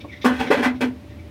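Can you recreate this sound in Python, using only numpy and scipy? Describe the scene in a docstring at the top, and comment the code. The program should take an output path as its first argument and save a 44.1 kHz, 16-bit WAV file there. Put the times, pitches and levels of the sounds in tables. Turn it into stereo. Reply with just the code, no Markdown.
"""Two snarls of a cat guarding its food

A cat snarls twice at another cat, on a concrete floor between hard walls.
Each snarl joins explosive spits of rasping, resonance-filtered air to surges of a low closed-mouth growl
and a short, cracked yowl, the stronger one in the second snarl.
Thin wheezes of narrow-band noise come before, between and after; a soft knock is heard near the start.
Beneath lie quiet air noise, a hum of wavering tones and a rumble of low noise that rises and falls."""
import sys
import numpy as np
from scipy import signal
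from scipy.fft import rfft, irfft
from scipy.io import wavfile

SR = 44100
rng = np.random.default_rng(int(sys.argv[2]) if len(sys.argv) > 2 else 0)


def transcribe(u):
    """Save the signal u as a 16-bit wav file named by the first command-line argument.

    u: samples, shape (n,) or (channels, n), limited to [-1, 1]; the rate is SR.
    q: integer samples, one column per channel.
    """
    v = np.clip(np.atleast_2d(u).T, -1, 1)
    q = np.round(v * 32767).astype(np.int16)
    wavfile.write(sys.argv[1], SR, q)


N = 57330
T = np.arange(N) / SR  # s
HZ = np.fft.rfftfreq(N, 1 / SR)


def amp(db):
    """Decibel law: level to amplitude gain."""
    return 10 ** (np.asarray(db) / 20)


def unit(x):
    """Normalisation: scales to rms 1."""
    return x / np.sqrt(np.mean(x ** 2) + 1e-20)


def read(points, hz=HZ):
    """Interpolation: reads a table along a log-frequency axis."""
    f, value = np.transpose(points)
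    return np.interp(np.log(hz + 1), np.log(f + 1), value)


def colour(x, db):
    """Linear filtering: each frequency gets its own gain in dB."""
    return irfft(rfft(x) * amp(db), N)


def noise(db):
    """Filtered noise: a random signal of rms 1 with the given spectrum."""
    return unit(colour(rng.standard_normal(N), db))


def band(hz, width_hz):
    """Steep resonance: a spectrum in dB, 6 dB down at width_hz either side."""
    return -20 * np.log10(1 + ((HZ - hz) / width_hz) ** 2)


def bump(hz, width_hz, lift_db):
    """Broad resonance: the lift in dB that it gives each frequency."""
    return lift_db / (1 + (2 * (HZ - hz) / width_hz) ** 2)


def envelope(start, rise, hold, t60, db):
    """Transient envelope: linear rise, hold and exponential decay."""
    attack = np.clip((T - start) / rise, 0, 1)
    fade_time = np.maximum(T - start - rise - hold, 0)
    return attack * amp(db - 60 * fade_time / t60)


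def cycles(hz, jitter, rate_hz=90):
    """Frequency modulation: the phase of a vibration whose pitch wanders at random."""
    wander = jitter * noise(band(0, rate_hz))
    return 2 * np.pi * np.cumsum(hz * (1 + wander)) / SR


# likeness of left and right: (frequency [Hz], correlation [1])
LIKENESS = [(60, 1), (250, 0.86), (500, 0.63), (1000, 0.083), (2500, 0.017), (15000, 0.039)]


def pair(a, b):
    """Interchannel coherence: two unrelated signals become left and right, alike in the bass."""
    same = np.clip(read(LIKENESS), -1, 1)
    mid = rfft(a) * np.sqrt((1 + same) / 2)
    side = rfft(b) * np.sqrt((1 - same) / 2)
    return irfft([mid + side, mid - side], N)


# spectrum of the quiet air: (frequency [Hz], relative density [dB per Hz])
FLOOR_SPECTRUM = [(20, -40), (42, -49), (65, -11), (115, -1.5), (145, -17), (200, -10), (320, -14),
                  (450, -21), (600, -23.5), (850, -25.5), (1500, -30.5), (2300, -28), (4000, -35.5),
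                  (7500, -46.5), (16000, -52)]
# steady tones of the hum: (frequency [Hz], level [dB])
HUM_TONES = [(75, -52), (269, -54.5), (317.6, -53.5), (587, -55)]
# course of the rumble: (time [s], level [dB])
RUMBLE_COURSE = [(0, -66), (.27, -56), (.41, -34.5), (.56, -61), (.75, -40.5), (.97, -53), (1.22, -39.5)]
FLOOR_DB = -42
HUM_WAVER = 0.0039  # rms share of pitch
RUMBLE_HZ, RUMBLE_WIDTH_HZ = 78.4, 7.3


def background():
    """Superposition: diffuse air noise, wavering hum tones and narrow-band rumble add."""
    air = amp(FLOOR_DB) * pair(noise(read(FLOOR_SPECTRUM)), noise(read(FLOOR_SPECTRUM)))
    hum = sum(amp(db) * unit(np.cos(cycles(hz, HUM_WAVER, rate_hz=6.1))) for hz, db in HUM_TONES)
    rumble_gain = amp(np.interp(T, *np.transpose(RUMBLE_COURSE)))
    rumble = rumble_gain * noise(band(RUMBLE_HZ, RUMBLE_WIDTH_HZ))
    return air + hum + rumble


# thin wheezes of the cat: (start [s], length [s], level before the rise and sink are applied [dB],
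# whistle frequency [Hz], hiss relative to whistle [dB])
WHEEZE_EVENTS = [(0, 0.026, -38.5, 2280, 3), (0.078, 0.067, -43.5, 2280, -12.5),
                 (0.115, 0.04, -35, 2066, -10), (.156, 0.037, -44.5, 1930, -0.5),
                 (0.21, 0.061, -34, 2150, 0.5), (0.459, 0.045, -30.5, 2100, -4.5),
                 (0.742, 0.043, -47, 2170, -2), (1.095, 0.047, -50, 1900, -6),
                 (1.179, 0.042, -48.5, 2220, -15)]
# spectrum of the hiss: (frequency [Hz], relative density [dB per Hz])
WHEEZE_HISS = [(1000, -51), (2000, 2), (2900, -1.5), (3650, 8.5), (4400, -7.5), (5700, -4.5), (7500, -29),
               (16000, -28)]
WHEEZE_WIDTH_HZ, WHEEZE_RISE_S = 122, 0.011


def wheeze(start, length, db, hz, breathy_db):
    """Resonant noise: a fuzzy whistle and some hiss start quickly and sink."""
    rise = np.clip((T - start) / WHEEZE_RISE_S, 0, 1)
    sink = np.sqrt(np.clip(1 - (T - start) / length, 0, 1))
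    whistle_air, hiss_air = (pair(*rng.standard_normal((2, N))) for _ in range(2))
    whistle = unit(colour(whistle_air, band(hz, WHEEZE_WIDTH_HZ)))
    hiss = unit(colour(hiss_air, read(WHEEZE_HISS)))
    return amp(db) * rise * sink * unit(whistle + amp(breathy_db) * hiss)


# soft knock: (start [s], rise [s], hold [s], fade t60 [s], level [dB])
KNOCK_EVENTS = [(.043, 0.0045, 0.0056, 0.096, -34)]
# spectrum of the knock: (frequency [Hz], relative density [dB per Hz])
KNOCK_SPECTRUM = [(100, -16), (300, 12.5), (500, 3.5), (750, -3), (1120, 4), (1500, -44), (5000, -49)]


def knock(start, rise, hold, t60, db):
    """Damped impact: a short burst of dull noise dies away."""
    return envelope(start, rise, hold, t60, db) * noise(read(KNOCK_SPECTRUM))


# blasts of air: (start [s], rise [s], hold [s], fade t60 [s], level [dB],
# throat [dB], mouth [dB], teeth [dB], fizz [dB], extra resonance of this blast [Hz])
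SPIT_EVENTS = [(0.241, 0.009, 0.016, 0.1, -15.5, 3, 6, 0.5, 7, 1082),
               (0.272, 0.0059, 0.18, 0.27, -33.5, -6, -3.5, 0, -2.5, 1507),
               (0.391, 0.013, 0.0041, 0.14, -20.5, 1.5, -3, 6, 0, 810),
               (0.501, 0.009, 0.016, 0.22, -15, -1, 1, 1.5, -2.5, 560),
               (.567, 0.0046, 0.039, 0.15, -25, 6, -2, 3, -3, 1710),
               (0.621, 0.013, 0.024, 0.12, -18, -3, 3, 4, 1, 2050),
               (0.804, 0.01, 0.0045, 0.15, -20.5, 3.5, 2.5, 3.5, 5, 2307)]
# where throat, mouth, teeth and fizz act: (frequency [Hz])
TONE_HZ = [420, 1100, 2500, 9000]
# spectrum of the blown air: (frequency [Hz], relative density [dB per Hz])
SPIT_AIR = [(40, -55), (125, -47), (175, -8), (240, 4), (400, -0.5), (650, -4), (1000, -7), (1800, -5.5),
            (3000, -12), (4200, -16), (7500, -26.5), (11000, -30.5), (16000, -39)]
# resonances of throat and mouth: (frequency [Hz], width [Hz], lift [dB])
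TRACT_RESONANCES = [(454.7, 22.3, 10.5), (573.8, 29, 8), (770, 91, 6), (985, 310, 7.5), (1575, 200, 4.5),
                    (1990, 100, 4), (2446, 430, 3.5), (3323, 250, 5.5)]
RASP_HZ = 198.85
RASP_DEPTH, RASP_JITTER = 0.45, 0.22  # share of the airflow, rms share of the rasp rate
EXTRA_WIDTH_HZ, EXTRA_DB = 130, 9


def spit(start, rise, hold, t60, db, throat_db, mouth_db, teeth_db, fizz_db, extra_hz):
    """Source and filter: air modulated by the fluttering throat excites the mouth's resonances."""
    flutter = 1 + RASP_DEPTH * np.cos(cycles(RASP_HZ, RASP_JITTER))
    raspy_air = flutter * pair(*rng.standard_normal((2, N)))
    tone = read(list(zip(TONE_HZ, [throat_db, mouth_db, teeth_db, fizz_db])))
    resonances = sum(bump(*row) for row in TRACT_RESONANCES)
    extra = bump(extra_hz, EXTRA_WIDTH_HZ, EXTRA_DB)
    blast = unit(colour(raspy_air, read(SPIT_AIR) + tone + resonances + extra))
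    return envelope(start, rise, hold, t60, db) * blast


# short cracked cries: (start [s], rise [s], hold [s], fade t60 [s], level [dB], pitch reached [Hz])
YOWL_EVENTS = [(0.2432, .003, 0.01, 0.14, -22, 505), (0.5023, 0.0033, 0.015, 0.15, -13.5, 515.3)]
# strength of the yowl's harmonics: (frequency [Hz], relative level [dB])
YOWL_HARMONICS = [(380, 8.5), (550, -0.5), (1000, -6), (1550, -8.5), (2050, -4), (2600, -18), (5000, -34)]
YOWL_FROM_HZ, YOWL_GLIDE_S = 320, 0.00907  # starting pitch, time constant of the glide
YOWL_JITTER = 0.025  # rms share of pitch
YOWL_FLUTTER_HZ, YOWL_FLUTTER = 100, 0.6  # rate and depth of the stutter
YOWL_OPEN_S = 0.015  # time constant for the mouth to open and let the overtones out


def yowl(start, rise, hold, t60, db, top_hz):
    """Harmonic synthesis: the voice cracks upward into a short cry, stuttering in amplitude."""
    age = np.maximum(T - start, 0)
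    hz = top_hz + (YOWL_FROM_HZ - top_hz) * np.exp(-age / YOWL_GLIDE_S)
    phase = cycles(hz, YOWL_JITTER, rate_hz=270)
    stutter = 1 + YOWL_FLUTTER * np.sin(2 * np.pi * YOWL_FLUTTER_HZ * age)
    note, *over = (amp(read(YOWL_HARMONICS, k * hz)) * np.cos(k * phase + 2 * np.pi * rng.random())
                   for k in range(1, 10))
    mouth_opening = 1 - np.exp(-age / YOWL_OPEN_S)
    cry = note + mouth_opening * sum(over)
    return envelope(start, rise, hold, t60, db) * unit(stutter * cry)


# surges of the voice: (start [s], rise [s], hold [s], fade t60 [s], level of the note [dB],
# overtones relative to the note [dB])
GROWL_SURGES = [(0.247, 0.012, 0.0067, 0.18, -13, -7), (0.297, 0.016, 0.0077, 0.11, -23, -6),
                (0.39, 0.013, 0.032, 0.04, -30.5, -12), (0.466, 0.0083, .012, 0.054, -28, -5.5),
                (0.582, 0.012, 0.014, 0.13, -20, -20.5), (0.658, 0.006, 0.0084, 0.31, -18, -25.5),
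                (0.819, 0.016, 0.008, 0.13, -18.5, -14.5), (0.854, 0.024, 0.016, 0.083, -27, -32)]
# balance among the overtones: (frequency [Hz], relative level [dB])
GROWL_OVERTONES = [(500, 0.5), (750, -3), (1000, -10), (1250, -5), (1500, 1.5), (1750, -3), (2500, -29),
                   (3000, -10)]
GROWL_HZ = 250.7
GROWL_JITTER = 0.0217  # rms share of pitch


def growl():
    """Harmonic synthesis: one low note with weaker overtones is pushed in surges."""
    phase = cycles(GROWL_HZ, GROWL_JITTER)
    note = unit(np.cos(phase))
    over = unit(sum(amp(read(GROWL_OVERTONES, k * GROWL_HZ)) * np.cos(k * phase + 2 * np.pi * rng.random())
                    for k in range(2, 13)))
    return sum(envelope(*shape) * (note + amp(overtones_db) * over)
               for *shape, overtones_db in GROWL_SURGES)


# reverberation time: (frequency [Hz], t60 [s])
ROOM_T60 = [(150, 0.53), (500, 0.24), (2000, 0.17), (5000, 0.13), (14000, 0.097)]


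def room(x):
    """Reverberation: dense echoes from floor and walls decay, the treble dying first."""
    hz, t, grains = signal.stft(rng.standard_normal((2, N)), SR, nperseg=256)
    decay = amp(-60 * t / read(ROOM_T60, hz)[:, None])
    tails = signal.istft(grains * decay, SR, nperseg=256)[1][:, :N]
    onset = np.minimum(T / 0.001, 1)  # 1 ms rise
    tails = pair(*(tails * onset))[:, :N // 2]
    return signal.fftconvolve(x, tails / np.linalg.norm(tails[0]), axes=1)[:, :N]


AIR_WET_DB, DULL_WET_DB = -2.5, -17  # sent to the room: air sounds; voice and knock


def scene():
    """Superposition: the direct sounds and their echoes add to the background."""
    air = sum(wheeze(*row) for row in WHEEZE_EVENTS) + sum(spit(*row) for row in SPIT_EVENTS)
    voice = sum(yowl(*row) for row in YOWL_EVENTS) + growl()
    dull = voice + sum(knock(*row) for row in KNOCK_EVENTS)
    echoes = room(amp(AIR_WET_DB) * air + amp(DULL_WET_DB) * dull)
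    return air + dull + echoes + background()


# colour of the two microphones: (frequency [Hz], left minus right [dB])
MICROPHONE_LEAN = [(60, 2), (200, -1), (450, -4.5), (900, -.5), (2400, 1), (3400, -0.5), (4800, -4.5),
                   (6500, -5.5), (8500, 6.5), (14000, 10)]
CEILING, EDGE_HZ = 0.85, 16100  # full scale 1; upper band limit


def record(dry):
    """Transduction: microphone colours, soft saturation of the highest peaks, then a low-pass filter."""
    heard = colour(dry, np.outer([1, -1], read(MICROPHONE_LEAN)) / 2)
    heard = heard / (1 + (heard / CEILING) ** 6) ** (1 / 6)
    low_pass = signal.firwin(511, EDGE_HZ, window=("kaiser", 9), fs=SR)
    return signal.oaconvolve(heard, low_pass[None], "same")


dry = scene()
out = record(dry)
transcribe(out)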